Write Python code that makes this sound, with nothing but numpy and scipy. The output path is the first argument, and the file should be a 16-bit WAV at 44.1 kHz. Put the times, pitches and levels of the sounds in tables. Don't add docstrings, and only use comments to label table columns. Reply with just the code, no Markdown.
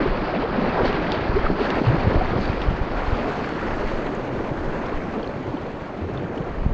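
import sys
import numpy as np
from scipy import signal
from scipy.io import wavfile
from scipy.ndimage import uniform_filter1d

SR = 44100
rng = np.random.default_rng(int(sys.argv[2]) if len(sys.argv) > 2 else 0)


def dump(signal):
    limited = np.clip(np.atleast_2d(signal).T, -1, 1)
    pcm = np.round(limited * 32767).astype(np.int16)
    wavfile.write(sys.argv[1], SR, pcm)


def volts(x):
    e = np.asarray(x, float) / 20
    return 10 ** e


N = 296793


def evened(x):
    return x / np.sqrt(np.mean(x ** 2) + 1e-20)


def add(mix, start_s, sound):
    part = mix[round(start_s * SR):][:len(sound)]
    part += sound[:len(part)]


def band(x, lo_hz, hi_hz):
    return signal.sosfilt(signal.butter(2, [lo_hz, hi_hz], "band", fs=SR, output="sos"), x)


def crest(t, peak_s, length_s, rise=0.73):
    side_s = length_s * np.where(t < peak_s, rise, 1)
    return np.exp(-((t - peak_s) / side_s) ** 2)


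# f/Hz, level/dB (per Hz)
WATER_COLOUR = [(60, -22), (110, -5), (300, 0), (600, -4.5), (1000, -9.5), (1600, -14), (2400, -20.5),
                (3000, -26), (3750, -31), (4450, -31), (5750, -44), (6350, -46), (8600, -63), (11000, -81)]


def rapid(hiss=1.0, patchy_db=0.89, flicker_db=1.02):
    water = foam() + hiss * rng.standard_normal(N) + spray()
    hz, t, z = signal.stft(water, SR, nperseg=512, noverlap=384)
    usual_power = uniform_filter1d(np.mean(abs(z) ** 2, 1), 5)
    z = z / np.sqrt(usual_power)[:, None]
    colour_hz, level_db = np.transpose(WATER_COLOUR)
    colour_db = np.interp(np.log(hz + 1), np.log(colour_hz), level_db)
    patches = uniform_filter1d(rng.standard_normal((len(hz), len(t))), size=8, axis=0)
    patches = evened(uniform_filter1d(patches, size=24, axis=1))
    flicker = evened(uniform_filter1d(rng.standard_normal(len(t)), size=8))
    flicker = flicker * np.clip(hz / 2500, 0, 1)[:, None]
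    z = z * volts(colour_db[:, None] + swell(hz, t) + patchy_db * patches + flicker_db * flicker)
    return volts(-25.5) * evened(signal.istft(z, SR, nperseg=512, noverlap=384)[1][:N])


def foam(count=44, crowd=1.1, cycles=6.5, spread_db=2.5):
    out = np.zeros(N)
    for hz in np.geomspace(80, 9000, count):
        bursts = rng.random(N) < crowd * hz / cycles / SR
        sizes = volts(spread_db * np.minimum(rng.exponential(1, N), 4))
        ringing = signal.oaconvolve(sizes * bursts, bubble(hz, cycles, 0.317))[:N]
        out += np.sqrt(hz) * evened(ringing)
    return evened(out)


def bubble(hz, cycles, rise, onset=0.54):
    u = np.arange(int(3 * cycles / hz * SR)) * hz / SR
    ring = np.sin(2 * np.pi * u * (1 + rise * u / cycles / 2))
    return ring * (1 - np.exp(-u / onset)) * np.exp(-2 * u / cycles)


def spray(per_s=27.0, share=0.095):
    clicks = rng.standard_normal(N) * (rng.random(N) < per_s / SR)
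    return share * evened(band(clicks, 1500, 12000))


# t/s, nearness of white water/dB, breaking of the waves/dB
COURSE = [(0, -29.5, 1), (.13, -31, 1), (.5, -31, 1), (.84, -29, -0.5), (1.15, -30.5, 1), (1.48, -32, 2.5),
          (1.68, -28, -0.5), (2.2, -31.5, 0.6), (2.9, -33.5, 1), (3.05, -31.5, 0), (3.82, -32.5, 0),
          (4.35, -35.5, -0.5), (4.8, -35.5, 0), (5.3, -37, .5), (5.83, -39, 2), (6.21, -37, -1),
          (6.73, -38.5, 0)]
LAYER_HZ = [400, 1500, 4000, 7000]
FOLLOW_NEAR = [0.67, 1.32, 1.43, 2.2]
FOLLOW_BREAK = [-.6, 0.01, 1.01, 1.2]
# t/s (crest or deepest point), level/dB (change of the
# rush), length/s, f/Hz (centre of the bubbles)
WAVES = [(0.0, 11, 0.0083, 692), (0.455, -4, 0.022, 302), (0.56, 3.5, 0.056, 580), (0.787, 3, 0.094, 597),
         (0.65, 3.5, 0.038, 420), (0.653, 1.5, 0.022, 3510), (.86, 7, 0.025, 4560), (0.955, 3, 0.02, 2800),
         (1.125, 7, 0.013, 5540), (1.457, 4, 0.037, 1500), (1.62, 1.5, 0.068, 3790),
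         (1.705, -2, 0.044, 2990), (1.771, -1, 0.03, 706), (2.05, 2, 0.12, 442), (2.16, 3.5, .06, 454),
         (2.377, 5, 0.031, 346), (2.43, 6.5, 0.063, 6400), (2.627, 3, 0.048, 2960), (3.229, 0, 0.036, 401),
         (3.494, 0.5, 0.02, 1565), (3.499, -1.5, 0.022, 6860), (3.626, 2, .08, 1990),
         (3.855, 0.5, 0.15, 1690), (4.68, 3.5, 0.11, 274), (4.864, 3.5, 0.22, 1480), (5.175, 8, 0.041, 295),
         (6.192, 1.5, 0.061, 1515), (6.379, 3.5, 0.05, 452), (6.372, 4.5, 0.034, 5630),
         (6.486, 1.5, .05, 1505),
         (0.21, -1, .1, 3030), (0.468, -3.5, 0.037, 3460), (1.247, 1, 0.17, 768),
           (1.527, -4.5, 0.067, 2180), (1.819, -7, 0.027, 1410), (2.826, -0.5, .08, 2510),
           (2.996, -4.5, 0.066, 258), (3.51, -2.5, 0.13, 760), (6.293, -3, .04, 3520), (2.001, 0, .02, 900),
           (3.354, 0, .05, 298)]


def swell(hz, t, slap_octaves=1.18):
    s, near_db, break_db = np.transpose(COURSE)
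    levels_db = np.outer(FOLLOW_NEAR, np.interp(t, s, near_db))
    levels_db += np.outer(FOLLOW_BREAK, np.interp(t, s, break_db))
    place = np.interp(np.log(hz + 1), np.log(LAYER_HZ), np.arange(4))
    shares = np.maximum(1 - abs(place[:, None] - np.arange(4)), 0)
    out = shares @ (levels_db - levels_db.mean(1, keepdims=True))
    dryness = np.interp(t, [1.2, 4.53], [0, 1])
    out += np.outer(np.interp(hz, [4800, 6460], [0, 1]), 17.5 * (dryness - .5))
    for peak_s, db, length_s, mid_hz in WAVES:
        octaves = np.log2((hz + 1) / mid_hz)
        out += db * np.outer(np.exp(-(octaves / slap_octaves) ** 2), crest(t, peak_s, length_s))
    return out


# t/s, level/dB (peak), f/Hz, length/cycles
GULPS = [(.432, -19, 437, 13.4), (.578, -15, 220, 5.4), (0.617, -17.5, 187, 4.3), (0.672, -19.5, 212, 5.5),
         (.94, -17.5, 153, 3.5), (.846, -13.5, 520, 5.4), (0.878, -16, 1480, 3.6), (1.464, -15, 1240, 9.8),
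         (1.505, -20, 180, 6.8), (1.6, -18.5, 398, 12.5), (2.208, -16.5, 710, 13), (2.7, -19, 142, 2.4),
         (4.197, -32, 116, 24), (4.512, -19.5, 126, 2), (4.919, -21.5, 408, 6.2), (5.161, -25, 188, 5.9),
         (5.472, -26, 113, 5.2), (5.535, -21, 267, 6), (6.008, -24.5, 76, 6), (5.98, -29, 191, 5.2),
         (6.139, -28, 116, 11), (6.24, -25, 150, 3.7), (6.297, -23.5, 366, 7.2), (6.398, -20, 133, 2.7)]
# t/s, level/dB (peak), f/Hz, length/cycles, rise of pitch/share
SQUEEZES = [
    (0.057, -14, 427, 5.3, -0.075),
    (1.358, -12, 338, 9.2, 0.4),
    (1.501, -7, 332, 1.54, -0.13),
    (1.8154, -8, 317, 1.8, -0.25),
    (1.865, -10.5, 118, 5.7, -0.0065),
    (1.921, -17, 131.4, 6.4, 0.53),
]


def gulps():
    rising = [(s, db, hz, cycles, .17 * (200 / hz) ** 0.72) for s, db, hz, cycles in GULPS]
    out = np.zeros(N)
    for s, db, hz, cycles, rise in SQUEEZES + rising:
        u = np.arange(int(cycles / hz * SR)) * hz / SR
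        ring = np.sin(2 * np.pi * u * (1 + rise * u / cycles / 2))
        swelling = np.sin(np.pi * (u / cycles) ** .75)
        add(out, s, -volts(db) * ring * swelling)
    return out


# t/s, level/dB (peak), f/Hz (ring), broad tick/dB (relative to the ring)
DROPS = [(.35, -26.5, 2620, -17), (.696, -29, 2650, -11), (0.855, -30, 4460, 3), (0.879, -35, 4300, 10),
         (.928, -29.5, 3000, 4), (1.1265, -28, 2600, -9), (1.7028, -25, 2820, 2.5), (1.869, -36.5, 4500, 5),
         (2.411, -47, 4470, 3), (2.454, -29, 2680, 2.5), (2.478, -36, 4500, -8), (2.617, -32.5, 2690, 7),
         (3.49, -45.5, 4440, 8), (3.593, -33.5, 2550, -8.5), (3.708, -32.5, 2570, -8),
         (5.2287, -35, 3240, -7), (5.231, -39.5, 4420, -14), (5.244, -35.5, 3110, -6),
         (5.2745, -39.5, 4250, 0), (5.468, -39, 2150, -3.5), (5.571, -38, 3080, -8),
         (6.1747, -33.5, 3530, -13), (6.3772, -34, 2930, -6.5), (6.381, -41, 3280, -5),
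         (6.4208, -42, 3040, -11)]
# t/s, level/dB (peak), f/Hz (ring)
FLECKS = [(1.1196, -18.5, 3590), (1.1203, -34, 5370), (1.1198, -48, 6900), (2.411, -43.5, 6300),
          (2.7055, -51, 6500), (3.357, -47.5, 6200), (3.492, -45, 6940), (3.615, -48.5, 6200),
          (3.765, -52, 7400), (3.908, -55, 6200), (4.024, -51.5, 7000), (4.151, -42, 6740),
          (4.861, -32.5, 3400), (4.866, -43.5, 5500), (5.037, -49, 5800), (6.377, -53.5, 7000)]


def drops():
    out, t = np.zeros(N), np.arange(1500) / SR
    rows = [(*row, 0.012, 0.00059) for row in DROPS] + [(*row, -8, 0.0052, .00018) for row in FLECKS]
    snap_and_spatter = volts(-60 * t / 0.011) + .25 * volts(-60 * t / 0.049)
    for s, db, hz, tick_db, t60_s, onset_s in rows:
        ring = np.sin(2 * np.pi * hz * t) * volts(-60 * t / t60_s) * (1 - np.exp(-t / onset_s))
        noise = rng.standard_normal(len(t))
        tick = band(band(noise * snap_and_spatter, 1800, 4600), 1500, 4400)
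        add(out, s, volts(db) * (ring / ring.max() + volts(tick_db) * tick / abs(tick).max()))
    return out


# t/s, level/dB
GUSTS = [(0, -23), (.1, -34), (.7, -28.5), (1.0, -30), (1.22, -35), (1.37, -18), (1.45, -29), (1.7, -30),
         (2.0, -24.5), (2.5, -24), (2.98, -23.5), (3.45, -39), (3.7, -26.5), (4.2, -35.5), (4.62, -26),
         (5.1, -37), (6.3, -43), (6.55, -22.5)]
# t/s (crest), level/dB, length/s
FLUTTERS = [(.05, -34.5, 0.066), (.82, -31.5, 0.048), (1.22, -34, 0.055), (1.9, -29, 0.036),
            (1.988, -30, 0.03), (2.08, -22, 0.056), (2.34, -27.5, 0.059), (2.697, -26.5, 0.05),
            (3.75, -36.5, .05), (4.377, -33, 0.042), (5.1, -41, 0.22), (5.55, -49, 0.078),
            (6.152, -38, 0.087), (6.67, -28.5, 0.07)]
# t/s, level/dB (peak), f/Hz (first swing)
PUSHES = [(.194, -21, 30), (.815, -18.5, 50), (0.87, -18, 45), (1.294, -10.5, 90), (1.44, -11, 34),
          (1.51, -20, 47), (2.138, -28, 79), (2.176, -10, 65), (2.498, -9, 150), (2.6842, -8, 83),
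          (2.812, -12.5, 83), (3.079, -14, 57), (3.129, -11.5, 89), (3.715, -20, 13), (3.843, -18.5, 24),
          (3.946, -24, 28), (4.659, -20, 30), (6.662, -8.5, 130), (6.693, -16, 62)]
# t/s, level/dB (peak), f/Hz (first swing)
SUCKS = [(0.073, -16, 35), (.106, -13, 35), (1.343, -9.5, 50.3), (1.898, -16, 130), (2.157, -7, 105),
         (2.218, -14, 45), (2.488, -21, 50), (2.671, -13, 45), (3.123, -12, 62), (3.928, -19, 30),
         (4.02, -26, 35), (4.939, -16, 30), (6.711, -13, 70.4)]


def wind(lumpy_db=-4.5, flutter_floor_db=-41):
    t = np.arange(N) / SR
    gust_s, gust_db = np.transpose(GUSTS)
    heave = evened(band(rng.standard_normal(N), 8.3, 48))
    heave = heave * volts(np.interp(t, gust_s, gust_db) - 4.5)
    lumps = volts(lumpy_db * evened(band(rng.standard_normal(N), 1.1, 38)))
    flutter = evened(lumps * band(rng.standard_normal(N), 55, 148))
    bursts = sum(volts(db) * crest(t, peak_s, length_s) for peak_s, db, length_s in FLUTTERS)
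    out = heave + flutter * (volts(flutter_floor_db) + bursts)
    for s, db, hz, push in [(*row, 1) for row in PUSHES] + [(*row, -1) for row in SUCKS]:
        u = np.arange(int(4 * SR / hz)) * hz / SR
        swing = np.sin(2 * np.pi * u / (1 + 0.63 * u))
        swing = swing * (1 - np.exp(-u / .08)) * np.exp(-1.6 * u)
        add(out, s, volts(db) * push * swing / swing.max())
    return band(out, 11, 900)


def scene():
    samples = np.arange(N)
    fade = np.minimum(np.minimum(samples / 200, .55 + samples[::-1] / 200), 1)
    return ((rapid() + wind() + gulps() + drops()) * fade)[None]


def band_limit(x):
    return signal.sosfilt(signal.butter(12, 8650, fs=SR, output="sos"), x)


# t/s, f/Hz
TOP_EDGE = [
    (0, 7500),
    (1.5, 7740),
    (1.8, 8240),
    (2.2, 8320),
    (2.9, 8570),
    (6.73, 8930),
]


def record(dry):
    hz, t, z = signal.stft(dry, SR, nperseg=1024)
    over_hz = np.maximum(hz[:, None] - np.interp(t, *np.transpose(TOP_EDGE)), 0)
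    cut_db = np.maximum(-.012 * over_hz - .0001 * over_hz ** 2, -80)
    limited = signal.istft(z * volts(cut_db), SR, nperseg=1024)[1][:, :N]
    return band_limit(limited)


dry = scene()
out = record(dry)
dump(out)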